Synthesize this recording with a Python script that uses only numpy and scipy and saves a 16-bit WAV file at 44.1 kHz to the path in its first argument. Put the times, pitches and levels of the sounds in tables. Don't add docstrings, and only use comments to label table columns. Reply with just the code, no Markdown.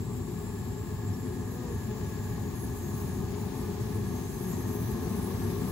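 import sys
import numpy as np
from scipy import signal
from scipy.fft import rfft, irfft, next_fast_len
from scipy.io import wavfile
from scipy.ndimage import uniform_filter1d

SR = 44100
rng = np.random.default_rng(int(sys.argv[2]) if len(sys.argv) > 2 else 0)


def file_out(sig):
    cols = np.atleast_2d(sig).T
    lim = np.clip(cols, -1, 1)
    pcm = np.round(lim * 32767).astype(np.int16)
    wavfile.write(sys.argv[1], SR, pcm)


N = 251811
FFT_SIZE = next_fast_len(N)
HZ = np.maximum(np.arange(FFT_SIZE // 2 + 1) * SR / FFT_SIZE, 1)
TIME = np.arange(N) / SR


def from_db(db):
    return 10 ** (np.asarray(db) / 20)


def unit_level(x):
    return x / np.sqrt(np.mean(x ** 2) + 1e-20)


def mono_level(pair):
    return np.sqrt(np.mean(pair.mean(axis=0) ** 2))


def in_time(rows):
    time_s, *columns = np.transpose(rows)
    return [np.interp(TIME, time_s, column) for column in columns]


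def gain_at_hz(points):
    hz, db = np.transpose(points)
    return from_db(np.interp(np.log(HZ), np.log(hz), db, left=-90))


def filtered(x, response):
    return irfft(rfft(x, FFT_SIZE) * response, FFT_SIZE)[..., :N]


def drift(rate_hz):
    steps = rng.standard_normal(int(TIME[-1] * 60) + 200)
    memory = np.exp(-2 * np.pi * rate_hz / 60)
    smooth = signal.lfilter([1], [1, -2 * memory, memory * memory], steps)[100:]
    return np.interp(TIME * 60, np.arange(len(smooth)), unit_level(smooth))


def partly_alike(pair, likeness):
    return np.array([pair[0], likeness * pair[0] + np.sqrt(1 - likeness ** 2) * pair[1]])


def from_one_side(pair, lag_ms=0.23, in_step_hz=11320):
    phase = np.pi * (HZ - in_step_hz) * lag_ms / 1000
    return filtered(partly_alike(pair, 0.9), np.exp(1j * np.outer([-1, 1], phase)))


def resonate(pair, resonances, level_db, left_lead_rad):
    power = np.zeros((2, len(HZ)))
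    for pitch_hz, width_hz, db, pan_db in resonances:
        peak = 1 / (1 + ((HZ - pitch_hz) / (width_hz / 2)) ** 2 / 2) ** 2
        power += peak * from_db([[2 * db + pan_db], [2 * db - pan_db]])
    hum = filtered(pair, np.sqrt(power) * np.exp([[.5j * left_lead_rad], [-.5j * left_lead_rad]]))
    return from_db(level_db) * hum / mono_level(hum)


def swarm(count, beat_hz=205, spread=.12, wander=.025, uneven=.6, nearness_db=4.5):
    beats = int(N / SR * 420)
    steps = rng.standard_normal((2, count, beats))
    pace, nearness = unit_level(signal.lfilter([1], [1, -1.96, .9604], steps))
    rate_hz = beat_hz * np.exp(spread * rng.standard_normal((count, 1)) + wander * pace)
    at_sample = (np.cumsum(1 / rate_hz, axis=1) - 1 - rng.random((count, 1)) / 50) * SR
    puffs = from_db(nearness_db * nearness) * (1 + uneven * rng.standard_normal((count, beats)))
    inside = (at_sample >= 0) & (at_sample < N)
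    pressure = np.bincount(at_sample[inside].astype(int), puffs[inside], N)
    return unit_level(pressure - uniform_filter1d(pressure, size=1500))


def two_swarms(count):
    return np.array([swarm(count), swarm(count)])


def deep_rumble(level_db):
    # pitch_hz, width_hz, level_db, left_over_right_db
    resonances = [(52.3, 6.2, -12, 2), (71, 22, -3.5, -3.5), (97, 16, 2.5, 0), (114, 14, 0, 2),
                  (138, 32, -4.5, 6)]
    trembling = partly_alike(rng.standard_normal((2, N)), .985)
    return resonate(trembling, resonances, level_db, left_lead_rad=-.2)


def gliding_hiss(centre_hz, width_hz):
    noise = rng.standard_normal((2, 2, N))[..., :len(centre_hz)]
    slow = signal.sosfilt(signal.butter(2, width_hz / 2, fs=SR, output="sos"), noise)
    phase = 2 * np.pi * np.cumsum(centre_hz) / SR
    return unit_level(partly_alike(slow[0] * np.cos(phase) + slow[1] * np.sin(phase), 0.31))


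def bright_hiss(sink_hz_per_s=260, fade_db_per_s=1.25, rise_hz_per_s=80):
    # start_s, length_s, first_pitch_hz, level_db
    whistles = [(0, 0.9, 7440, -64.5), (0.5, 0.8, 7620, -68), (-0.5, 0.58, 6200, -69),
                (0.95, 0.5, 7270, -62), (1.55, 0.8, 7240, -63.5), (0, 0.7, 7200, -66), (0, 0.45, 6760, -69),
                (1.9, 0.45, 7330, -65), (1.3, 1.2, 5950, -70.5), (1.297, 1.3, 6400, -72),
                (2.1, 0.5, 6800, -65), (2.8, 0.4, 6380, -64), (2.5, 0.52, 6500, -63),
                (3, 0.55, 7000, -64.5), (3.5, 0.46, 5560, -67), (4, 1, 6340, -62), (4.45, 1.3, 6040, -66),
                (4.3, 0.9, 6540, -65)]
    band = gliding_hiss(7500 - sink_hz_per_s * TIME, width_hz=800)
    out = from_db(-58.5 - fade_db_per_s * TIME) * band
    for start_s, length_s, first_hz, db in whistles:
        on = (TIME >= start_s) & (TIME < start_s + length_s)
        t = TIME[on] - start_s
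        fade = np.clip(np.minimum(t, length_s - t) / 0.16 + 0.16, 0, 1)
        gain = from_db(db + 2.7 * drift(9.9)[on]) * fade
        out[:, on] += gain * gliding_hiss(first_hz + rise_hz_per_s * t, width_hz=60)
    return out * from_db([[-1.5], [1.5]])


def rustle(patch_hz=1500):
    # pitch_hz, level_db
    colour = [(4000, -20), (6000, -7), (7500, -2), (9000, 0), (12000, 0), (15500, -1)]
    # time_s, level_db
    loudness = [(0, -59), (0.45, -56), (0.9, -59), (1.5, -57), (2.2, -56.5), (2.5, -57), (2.6, -54),
                (2.7, -55.5), (2.95, -53.5), (3.2, -54.5), (4.2, -54.5), (4.5, -53), (4.9, -53.5),
                (5.71, -51.5)]
    (level_db,) = in_time(loudness)
    spectrum = rfft(rng.standard_normal((2, N)), FFT_SIZE) * gain_at_hz(colour)
    shared_flicker_db = 1.04 * drift(25)
    hiss = np.zeros((2, N))
    for centre_hz in np.arange(4000, 17000, patch_hz):
        band = np.cos(np.pi / 2 * np.clip((HZ - centre_hz) / patch_hz, -1, 1)) ** 2
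        patch = irfft(spectrum * band, FFT_SIZE)[:, :N]
        hiss += patch * from_db(shared_flicker_db + 1.9 * drift(5.2))
    heard = from_one_side(hiss)
    return from_db(level_db) * heard / mono_level(heard)


def wing_rattles(typical_beat_hz=180, swell_s=0.02, fade_s=0.015):
    # start_s, length_s, level_db, pitch_hz, tick_share (0 hiss to 1 ticks)
    rattles = [(1.058, .035, -56, 7400, .2), (1.13, .02, -57, 5600, .4), (1.516, .004, -55, 11600, .8),
               (2.061, .004, -56, 10500, .8), (2.258, .004, -57, 11100, .8), (2.545, .035, -55, 11200, .6),
               (2.597, .05, -51, 10700, .75), (2.765, .022, -53, 11300, .6), (2.96, .018, -49.5, 14800, .5),
               (3.0, .022, -48.5, 14400, .55), (3.543, .047, -57, 11700, .3), (3.599, .004, -55, 11500, .8),
               (4.4, .045, -52, 11800, .45), (4.462, .06, -50, 12000, .45), (4.472, .089, -56, 7100, .2),
               (4.585, .045, -53, 11700, .3), (4.668, .1, -52, 11700, .25), (4.72, .16, -52, 14600, .2),
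               (4.79, .09, -55, 11800, .25), (4.898, .025, -53, 13100, .3), (5.223, .052, -52, 10400, .75),
               (5.29, .02, -54, 12500, .3)]
    beat_rates_hz = typical_beat_hz * np.exp(.04 * rng.standard_normal(len(rattles)))
    out = np.zeros((2, N))
    for (start_s, length_s, db, pitch_hz, tick_share), beat_hz in zip(rattles, beat_rates_hz):
        t = np.arange(int((length_s + fade_s) * SR)) / SR
        swell = np.clip(np.minimum(t / swell_s + tick_share, (length_s - t) / fade_s + 1), 0, 1)
        beat = (t * beat_hz).astype(int)
        strength = from_db(3 * rng.standard_normal((2, 60))[:, beat])
        ticks = (np.diff(beat, prepend=-1) > 0) * strength
        hiss = rng.standard_normal((2, 9000))[:, :len(t)]
        width_octaves = 0.24 * pitch_hz / 12000
        edges_hz = pitch_hz * 2 ** (width_octaves * np.array([-.5, .5]))
        band = signal.butter(2, edges_hz, "band", fs=SR, output="sos")
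        burst = signal.sosfilt(band, tick_share * unit_level(ticks) + (1 - tick_share) * hiss)
        out[:, round(start_s * SR):][:, :len(t)] += from_db(db) * swell * unit_level(burst)
    return from_one_side(out)


def box_whine():
    # pitch_hz, width_hz, level_db, left_over_right_db
    resonances = [(1692, 80, 0.5, 0), (1856, 66, -7.5, -7.5)]
    # time_s, level_db
    loudness = [(0, -67), (0.5, -62), (1.1, -59.5), (1.9, -58.5), (2.3, -58.5), (2.8, -60.5), (3.6, -60),
                (4.4, -59.5), (5.2, -56.5), (5.71, -57)]
    (level_db,) = in_time(loudness)
    return resonate(partly_alike(two_swarms(count=150), .95), resonances, level_db, left_lead_rad=.37)


def near_wings(level_db):
    # pitch_hz, level_db
    colour = [(250, -14), (500, 15.5), (900, 7), (1400, 4.5), (2000, 3.5), (2400, 3), (3000, -0.5),
              (4000, 2), (5200, -0.5), (7000, -4), (9000, -38)]
    # pitch_hz, left_up_right_down_db
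    lean = [(250, 3.5), (1500, 2), (3000, 2), (5500, 0.5), (9000, 1)]
    crowds = two_swarms(count=120)
    response = gain_at_hz(colour) * gain_at_hz(lean) ** np.array([[1], [-1]]) * (HZ > 200)
    upper_buzz = filtered(crowds, response * (HZ > 1900) * (HZ < 5200))
    crawling = from_db(0.6 * np.array([drift(7.5), drift(6.4)]))
    return from_db(level_db) * crawling * filtered(crowds, response) / mono_level(upper_buzz)


def single_bees(fade_s=0.077):
    # (time_s, wing_beat_hz, level_db)
    bees = [(2, [(-0.1, 213, -60), (0.25, 213, -60), (0.5, 218, -59), (0.8, 215, -58), (1.1, 216, -59),
            (1.4, 216, -58), (1.55, 212, -64)]), (2, [(2.4, 189, -62), (2.6, 187, -57), (3.0, 188, -57),
            (3.4, 186, -55), (3.9, 183, -55), (4.25, 182, -60)]), (3, [(2.55, 206, -64), (2.8, 211, -58),
            (3.0, 207, -58), (3.3, 208, -56), (3.7, 209, -59), (4.2, 208, -60), (4.4, 209, -64)]),
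            (3, [(2.95, 222, -64), (3.25, 220, -59), (3.6, 220, -60), (4.0, 218, -60), (4.2, 222, -64)]),
            (-25, [(1.0, 254, -62), (1.15, 256, -48.5), (1.6, 255, -46.5), (1.75, 240, -58)]),
            (-1.5, [(1.44, 232, -66), (1.52, 240, -50), (1.64, 244, -49.5), (1.78, 226, -48.5),
            (1.9, 214, -48.5), (2.15, 213, -50), (2.36, 207, -49), (2.46, 200, -56)]),
            (5, [(4.33, 222, -62), (4.45, 231, -55), (4.56, 238, -53), (4.75, 226, -58)]),
            (-3, [(4.38, 184, -60), (4.52, 189, -46), (4.68, 188, -49.5), (4.85, 184, -52), (5.0, 190, -50),
            (5.3, 187, -46.5), (5.55, 182, -48.5), (5.71, 178, -53)]), (-2.5, [(4.68, 208, -58),
            (4.82, 212, -44.5), (5.05, 222, -48), (5.2, 226, -50), (5.35, 232, -55), (5.55, 222, -60)]),
            (4, [(4.92, 259, -66), (5.08, 267, -56), (5.25, 262, -64)]), (3.5, [(5.15, 292, -62),
            (5.25, 287, -57), (5.42, 275, -61), (5.71, 266, -58)])]
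    # multiple_of_beat, level_db
    harmonics = [(1, -3), (2, 0), (3, -15), (4, -5), (5, -11), (8, -19)]
    out = np.zeros(N)
    for brightness, path in bees:
        beat_hz, level_db = in_time(path)
        phase = 2 * np.pi * np.cumsum(beat_hz * (1 + .006 * drift(12))) / SR
        buzz = np.zeros(N)
        for multiple, db in harmonics:
            strength = from_db(db + brightness * np.log2(multiple) + 3 * drift(8))
            buzz += strength * np.sin(multiple * phase)
        start_s, end_s = path[0][0], path[-1][0]
        fade = np.clip(np.minimum(TIME - start_s, end_s - TIME) / fade_s + .5, 0, 1)
        out += from_db(level_db) * fade * unit_level(buzz)
    return out * from_db([[1.5], [-1.5]])


def box_hum(level_db):
    # pitch_hz, width_hz, level_db, left_over_right_db
    resonances = [(176.3, 40, -1.5, 3.5), (266, 50.5, -4, 5.5), (352.7, 34.6, -4, 6.5), (407, 24, -6.5, 7),
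                  (434, 16, -16, 6), (740, 40, -23, 9.5), (865, 105, -21, 6), (1075, 114, -22.5, 7),
                  (1209, 55, -26.5, -4.5)]
    return resonate(partly_alike(two_swarms(count=110), .95), resonances, level_db, left_lead_rad=.5)


def scene():
    # time_s, above_calm_db
    stir = [(0, -0.5), (0.3, 0), (1.4, -0.2), (1.6, 0.5), (2.6, 1.5), (4.4, 2.5), (4.6, 3.5), (5.71, 4)]
    (stir_db,) = in_time(stir)
    treble = rustle() + wing_rattles() + bright_hiss()
    rumble = deep_rumble(level_db=-36 + 0.31 * stir_db)
    hum = box_hum(level_db=-38.5 + stir_db)
    close_buzz = near_wings(level_db=-61 + 1.09 * stir_db)
    return treble + rumble + hum + close_buzz + box_whine() + single_bees()


def record(dry, bass_cut_hz=36, top_cut_hz=15750):
    thinned = signal.sosfilt(signal.butter(6, bass_cut_hz, "high", fs=SR, output="sos"), dry)
    return signal.sosfilt(signal.ellip(14, .3, 70, top_cut_hz, fs=SR, output="sos"), thinned)


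dry = scene()
out = record(dry)
file_out(out)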